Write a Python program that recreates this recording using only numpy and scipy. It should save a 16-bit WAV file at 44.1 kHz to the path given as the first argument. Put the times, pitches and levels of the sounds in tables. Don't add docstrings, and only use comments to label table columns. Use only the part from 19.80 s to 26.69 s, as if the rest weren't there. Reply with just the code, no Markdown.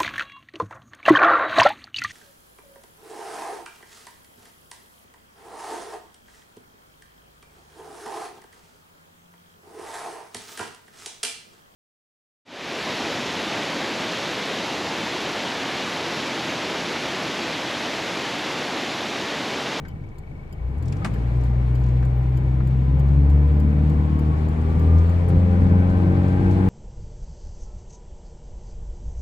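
import sys
import numpy as np
from scipy import signal
from scipy.io import wavfile
from scipy.ndimage import uniform_filter1d

SR = 44100
rng = np.random.default_rng(int(sys.argv[2]) if len(sys.argv) > 2 else 0)


def invert_db(level):
    return 10 ** (np.asarray(level, dtype=float) / 20)


def put_to_file(sound):
    columns = np.atleast_2d(sound).T
    safe = np.clip(columns, -1, 1)
    whole_steps = np.round(safe * 32767)
    wavfile.write(sys.argv[1], SR, whole_steps.astype(np.int16))


N = 303798
LEFT_LAG = 12


def rms_one(x):
    return x / np.sqrt(np.mean(x ** 2) + 1e-20)


def in_time(rows):
    s, *columns = np.transpose(rows)
    return [np.interp(np.arange(N) / SR, s, c) for c in columns]


def at_hz(points, hz):
    table_hz, level = np.transpose(points)
    return np.interp(np.log(hz), np.log(table_hz), level)


def humps(events):
    t = np.arange(N) / SR
    return sum(db * np.exp(-((t - s) / half) ** 4) for s, half, db in events)


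def drift(rate_hz):
    r = np.exp(-80 * np.pi * rate_hz / SR)
    slow = signal.lfilter([1], [1, -2 * r, r * r], rng.standard_normal(N // 40 + 2002))[2000:]
    return np.interp(np.arange(N) / 40, np.arange(len(slow)), rms_one(slow))


def narrow(phase, width_hz):
    return drift(width_hz) * np.cos(phase) + drift(width_hz) * np.sin(phase)


def ring(clicks, hz, t60_s):
    r = invert_db(-60 / (t60_s * SR))
    w = 2 * np.pi * hz / SR
    return signal.lfilter([0, np.sin(w)], [1, -2 * r * np.cos(w), r * r], clicks + 1e-18)


def sides(db):
    return invert_db(np.array([[db / 2], [-db / 2]]))


# start_s, firing_hz, throttle_db
ENGINE = [(0.0, 25.31, -20.5), (0.69, 25.46, -18.8), (0.9, 31.3, -14.5), (1.04, 39.71, -10.5),
          (1.17, 49.08, -6), (1.32, 56.95, -4), (1.55, 61.01, -7.5), (2.2, 62.15, -10.0),
          (2.95, 64.58, -2.5), (3.47, 70.67, -2.0), (3.85, 74.18, -0.6), (4.45, 75.8, -0.0),
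          (4.75, 78.11, -2.7), (5.17, 82.04, 3), (5.33, 85.6, 3.5), (5.52, 87.08, 3.5), (6.45, 91.38, 5),
          (6.89, 94.93, 7)]


def engine_run():
    firing_hz, throttle_db = in_time(ENGINE)
    turns = 2 * np.pi * np.cumsum(firing_hz) / SR
    return firing_hz, throttle_db, turns


# full_throttle_db, follow_db (gained per dB of throttle)
ORDER_LAW = [(-23, 0.6653), (-19, 1.48), (-22, 1.3), (-28, 1.17), (-32.5, 0.86), (-34, .5)]
# pitch_hz, width_hz, level_db
CABIN_MODES = [(27.0, 7, -6.5), (61.75, 2.1, 8), (70.42, 5.6, 9), (82.2, 2.34, 8), (88.15, 4.2, 3),
               (94.5, 2.1, -1.4), (124.2, 2.67, 12), (137.9, 11.3, 1.44), (223.4, 44, -15.5),
               (236.3, 9.1, -10), (299.2, 12.8, -7), (363, 1.4, -12), (437, 21, -10.5), (509, 27.7, -3.5)]


def order_levels(firing_hz, throttle_db, slack_db):
    ring_up_s, waver_size_db = .15, .5
    levels = []
    for k, (full_db, follows) in enumerate(ORDER_LAW):
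        order_hz = (k + 1) * firing_hz
        lift = sum(invert_db(db) ** 2 / (1 + (2 * (order_hz - hz) / width_hz) ** 2)
                   for hz, width_hz, db in CABIN_MODES)
        lift_db = 10 * np.log10(uniform_filter1d(lift, int(ring_up_s * SR)))
        waver_db = waver_size_db * min(k, 2) * drift(5.3)
        sag_db = slack_db * min(k, 2) / 2
        levels.append(full_db + follows * throttle_db + lift_db + waver_db - sag_db)
    return levels


def firing_orders(turns, order_db):
    out = 0
    for k, db in enumerate(order_db):
        out = out - invert_db(db + .8 * drift(15)) * np.cos((k + 1) * turns + .08 * drift(5))
    return np.sqrt(2) * out


# multiple (of firing_hz), level_db
# (over the roar), start_s, end_s
SWELLS = [(3, 9, 0, 0.3), (5.5, 5.5, -1.5, 0.85), (.5, -2, 1.4, 7.2), (1.5, 1.5, .9, 7.2),
          (2.5, -1.5, 1.4, 3.1), (5, -1, 2.5, 2.95), (2.25, 15.5, 3.0, 3.56), (2.5, 6.5, 3.7, 4.45),
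          (2.8, 12.5, 3.7, 4.2), (3.2, 3, 3, 3.5), (3.5, 5.5, 3.5, 4.5), (6.5, -5.5, 3.4, 4.504),
          (8, -6.5, 3, 4.1), (3.5, 5.5, 4.8, 5.3), (2.25, 8, 5.5, 6.4), (3.6, 5, 6.1, 7.2),
          (16, -10.5, 3.15, 3.6), (5.5, -4, 5.5, 6.0), (7.5, -7.5, 5.0, 5.7), (6.5, -11, 5.4, 6.6),
          (7, -10, 5.2, 7.2), (9, -6, 5.4, 7.2), (8.5, -6, 6, 7.2), (8.75, -8.5, 6.5, 7.2),
          (11.5, -12, 6, 6.5), (14.5, -6.5, 4, 5.4), (4, 4, 3, 3.75), (5, 0.5, 4.5, 5.2),
          (17, -11, 5.7, 7.2), (2, 21, 0.74, 1.14)]
# pitch_hz, width_hz, level_db (over the roar)
PANELS = [(467, 33, -13.5), (803.5, 28, -11), (1015, 8.8, -14)]


def swells(turns, roar_db):
    t, out = np.arange(N) / SR, 0
    for multiple, db, start, end in SWELLS:
        on = np.clip(np.minimum(t - start, end - t) / 0.11, 0, 1)
        phase = multiple * turns
        width_hz = 2.2 + .6 * multiple
        out = out + on * invert_db(db) * (np.cos(phase) + 0.53 * narrow(phase, width_hz))
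    for hz, width_hz, db in PANELS:
        out = out + invert_db(db) * narrow(2 * np.pi * hz * t, width_hz)
    return -invert_db(roar_db) * out


GROWL_HZ = [600, 1400]


def growl(turns, roar_db):
    every_firing = 1 / (1.9025 - 1.9 * np.cos(turns))
    every_second = .25 / (1.9409 - 1.94 * np.cos(turns / 2))
    bulkhead = signal.butter(2, GROWL_HZ, "band", fs=SR, output="sos")
    through = signal.sosfilt(bulkhead, every_firing + every_second)
    return invert_db(roar_db - 13 + 1.9 * drift(3.6)) * rms_one(through)


def valves(turns, firing_hz):
    clicks = np.diff(np.floor(turns / (2 * np.pi) - .04), prepend=-1.)
    strength = invert_db(-49 + 2 * drift(20)) * (26 / firing_hz) ** .55
    return ring(clicks * strength, hz=2225, t60_s=.085)


TICKS = [.0828, .7258, 1.3375, 1.9517, 2.5726, 3.1952, 3.7994, 4.3910, 4.9941]
TOCKS = [.3831, 1.0248, 1.6363, 2.2499, 2.8720, 3.4985, 4.0976, 4.6857, 5.2945]
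# pitch_hz, level_db, t60_s
TICK_MODES = [(3100, -15, .05), (5000, -9, .012), (7300, -1, .003), (9000, -6, .002), (11400, -7, .005),
              (12300, -3, .002), (14800, -10, .002)]
# pitch_hz, level_db, t60_s
TOCK_MODES = [(5200, -6, .002), (7400, -2, .003), (9200, -2, .002), (12700, -4, .003), (14800, -8, .002)]


def relay(times, level_db, modes):
    rattle, usual = np.zeros(N), rng.standard_normal(1200)
    fade = np.exp(-np.arange(1200) / 220.0)
    for s in times:
        i = round(s * SR)
        rattle[i:i + 1200] = (usual + 0.48 * rng.standard_normal(1200)) * fade
    return sum(invert_db(level_db + db) * ring(rattle, hz, t60) for hz, db, t60 in modes)


def indicator():
    return relay(TICKS, -62.5, TICK_MODES) + relay(TOCKS, -62, TOCK_MODES)


# start_s, level_db (peak),
# pitch_hz, t60_s
PINGS = [(.098, -56, 3030, .15), (.0505, -45, 1560, .1), (.0505, -47, 2050, .1), (1.22, -32, 1260, 0.081),
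         (1.36, -36, 1680, .05), (1.255, -26, 210, 0.24), (1.69, -57.5, 5300, .15), (.139, -25, 113, .09),
         (.284, -31, 100, .12)]


def pings():
    return sum(ring(invert_db(db) * (np.arange(N) == round(s * SR)), hz, t60) for s, db, hz, t60 in PINGS)


def cabin(x):
    out = np.array([np.roll(x, LEFT_LAG), x]) * sides(2.5)
    delays = (rng.uniform(0.00068, 0.0066, 8) * SR).astype(int)
    for k, delay in enumerate(delays):
        out[k % 2, delay:] += invert_db(-9) * (-1) ** (k // 2) * x[:-delay]
    return out


def snaps(events, spread):
    out, t = np.zeros((2, N)), np.arange(6000) / SR
    for s, db, hz, t60, pan_db in events:
        band = signal.butter(2, [hz / spread, min(hz * spread, .45 * SR)], "band", fs=SR, output="sos")
        shared, left, right = rng.standard_normal((3, len(t)))
        burst = rms_one(signal.sosfilt(band, shared + np.array([left, right])))
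        i = round(s * SR)
        out[:, i:i + len(t)] += invert_db(db - 7.0 - 60 * t / t60) * burst * sides(pan_db)
    return out


# start_s, level_db (peak), pitch_hz (centre), t60_s, left_minus_right_db
CRACK = [
    (1.2462, -19.5, 1600, 0.04, 6),
    (1.2495, -19.5, 1020, 0.11, -0.5),
    (1.2462, -30, 3300, 0.064, -2),
    (1.2465, -34, 5900, 0.12, 1.5),
    (1.259, -32, 1600, 0.12, 7.5),
    (.0505, -37.5, 1350, 0.087, 4),
    (.0505, -53, 4200, .08, 3),
    (.102, -54.5, 3400, 0.073, 1),
]
STALK = [
    (5.484, -45, 8300, 0.087, 6.5),
    (5.501, -36.5, 2009, .05, 7),
    (5.501, -58.5, 9100, 0.036, 5.5),
]
KNOCKS = [(0.1364, -46, 800, 0.06, 3.0), (1.1252, -36, 1880, 0.075, 3.0), (1.247, -28, 600, 0.077, 2),
          (2.2258, -32.5, 1249, 0.07, 4.0), (2.4085, -41.5, 1019, 0.049, 4.5),
          (2.804, -32, 1070, 0.06, 4.5), (2.948, -42, 1150, 0.06, 5.5), (3.8736, -48, 1120, 0.06, 3.1),
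          (5.4789, -40.5, 1030, 0.06, 2.7)]
SNAPS = [(0.2379, -60, 5110, 0.052, 7.5), (0.2882, -57.5, 5380, 0.06, 4.5), (0.9807, -55, 7350, 0.06, 6),
         (1.057, -45, 5970, 0.039, -3.5), (1.081, -41, 5400, 0.06, 1.5), (1.1242, -36.5, 5510, 0.042, 1.5),
         (1.1677, -44.5, 5470, 0.035, 0), (1.6107, -53.5, 5380, 0.055, 6.5),
         (2.0371, -49, 5140, 0.06, -0.5), (2.0642, -52, 5450, 0.047, -1), (2.086, -50.5, 5130, 0.06, 8),
         (2.2256, -57.5, 5334, 0.06, -1), (3.2849, -51.5, 4950, 0.053, 5), (4.8143, -52, 6280, 0.051, 2),
         (5.1841, -46, 5480, 0.076, 0.5), (3.905, -52, 4710, .05, 2), (6.097, -48, 5400, .05, 3),
         (6.482, -46.5, 5380, .05, 2), (6.7114, -45, 5400, 0.046, 4)]
HIGH_SNAPS = [(2.0009, -56, 12750, 0.043, 4.0), (2.338, -61, 12560, 0.05, 4.5),
              (2.3665, -57.5, 14300, 0.057, 5.1), (2.379, -49.5, 14250, 0.04, 4.5),
              (2.4946, -59.5, 12600, 0.05, 4.0), (2.6317, -64, 14080, 0.056, 2.5)]


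def trim():
    out = snaps(CRACK, spread=1.5) + snaps(STALK, spread=1.5) + snaps(KNOCKS, spread=1.48)
    return out + snaps(SNAPS, spread=1.39) + snaps(HIGH_SNAPS, spread=1.06)


# pitch_hz, likeness (0 to 1)
LIKENESS = [(60, 0.94), (180, 0.92), (300, 0.63), (520, 0.11), (1000, .5), (2000, 0.24), (4000, 0.15),
            (12000, 0.19)]
# pitch_hz, left_minus_right_db
LEFT_UP = [(60, 0), (250, 2), (500, 1.5), (1000, 5.5), (2000, 4), (4000, -1), (8000, 3.5), (12000, 2)]


def banded_noise(spectrum, patchy_db, lag=LEFT_LAG):
    out, together = 0, drift(8)
    low_end, high_end = spectrum[0][0], spectrum[-1][0]
    edges = low_end * 2 ** np.arange(0, np.log2(high_end / low_end) + .01, 1 / 3)
    white = rng.standard_normal((2, 2, N))
    for k, (low, high) in enumerate(zip(edges, edges[1:])):
        band = signal.butter(2, [low, high], "band", fs=SR, output="sos")
        mid, side = signal.sosfilt(band, white[k % 2])
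        hz = np.sqrt(low * high)
        alike = np.clip(at_hz(LIKENESS, hz), 0, 1)
        level_db = at_hz(spectrum, hz) + patchy_db * (together + drift(21))
        stereo = np.sqrt(1 + alike) * mid + np.sqrt(1 - alike) * side * [[1], [-1]]
        out = out + invert_db(level_db) * sides(at_hz(LEFT_UP, hz)) * stereo
    out[0] = np.roll(out[0], lag)
    return rms_one(out)


# pitch_hz, level_db (per Hz)
RUMBLE = [(25, -17.5), (40, -6), (65, -0.5), (110, -4), (150, 1), (220, -10.5), (320, -12.5), (420, -38.5)]
# start_s (centre),
# half_s, level_db (gained, negative for a dip)
BUMPS = [(.02, 0.022, 3.5), (.2, .08, 4), (.36, 0.029, -9), (.82, 0.07, -5), (1.1, 0.29, 2),
         (2.4, .04, -1.5), (2.97, 0.068, 3), (4.3, .04, 4), (4.97, .06, 3), (5.28, 0.043, -3),
         (5.55, 0.042, 7), (5.87, 0.095, 6), (6.33, 0.09, 2)]


def rumble(roar_db, slack_db):
    level_db = roar_db + 12 + humps(BUMPS) - 0.19 * slack_db
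    return invert_db(level_db) * banded_noise(RUMBLE, patchy_db=1.18, lag=0)


# pitch_hz, level_db (per Hz)
ROAR = [(190, -29.5), (330, -1.5), (371, -4), (443, -1.5), (612, -10.5), (807, -5.5), (915, -17.5),
        (1000, -14), (1340, -17), (2180, -20.5), (2800, -35.5), (3640, -58), (6160, -120)]


def roar(roar_db):
    return invert_db(roar_db + 3.0) * banded_noise(ROAR, patchy_db=0.22)


# pitch_hz, level_db (per Hz)
HISS = [(2300, -2), (2900, -0.5), (3600, -7.5), (4500, -6), (5600, -14.5), (7000, -15.5), (9000, -15),
        (10200, -33), (12000, -21), (16000, -28)]
# start_s (centre), half_s, level_db (gained)
PASSING = [
    (1.55, .6, 2),
]


def hiss(roar_db):
    level_db = -60.5 + 0.96 * (roar_db + 42) + humps(PASSING)
    return invert_db(level_db + 1.33) * banded_noise(HISS, patchy_db=0.95)


# pitch_hz, level_db (per Hz)
SELF_NOISE = [(3000, -1), (4000, -4.5), (6300, -3), (9000, -5.5), (10200, -7), (11500, -5), (16000, -4)]


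def self_noise():
    return invert_db(-77) * banded_noise(SELF_NOISE, patchy_db=0.0)


# start_s, level_db
ROAD = [(0, -49.5), (.2, -52.5), (.7, -51.5), (1.0, -46.5), (1.25, -42), (2.9, -43), (3.6, -41), (4.9, -39),
        (6.89, -36)]
# start_s (centre), half_s, level_db (lost)
SLACKS = [(3.69, 0.031, 12.5), (4.55, 0.032, 8), (4.72, 0.035, 3.5), (5.35, 0.15, 6.5)]


def scene():
    firing_hz, throttle_db, turns = engine_run()
    roar_db, = in_time(ROAD)
    slack_db = humps(SLACKS)
    order_db = order_levels(firing_hz, throttle_db, slack_db)
    boom = firing_orders(turns, order_db) * sides(1.9)
    tones = swells(turns, roar_db) + growl(turns, roar_db) + valves(turns, firing_hz)
    boom += np.array([np.roll(tones, LEFT_LAG), tones]) * sides(3.8)
    parts = cabin(indicator() + pings())
    road = rumble(roar_db, slack_db) + roar(roar_db) + hiss(roar_db)
    return boom + parts + trim() + road + self_noise()


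def roll_off(x):
    return signal.sosfilt(signal.butter(12, 15830, fs=SR, output="sos"), x)


def record(dry):
    return roll_off(dry)


dry = scene()
out = record(dry)
put_to_file(out)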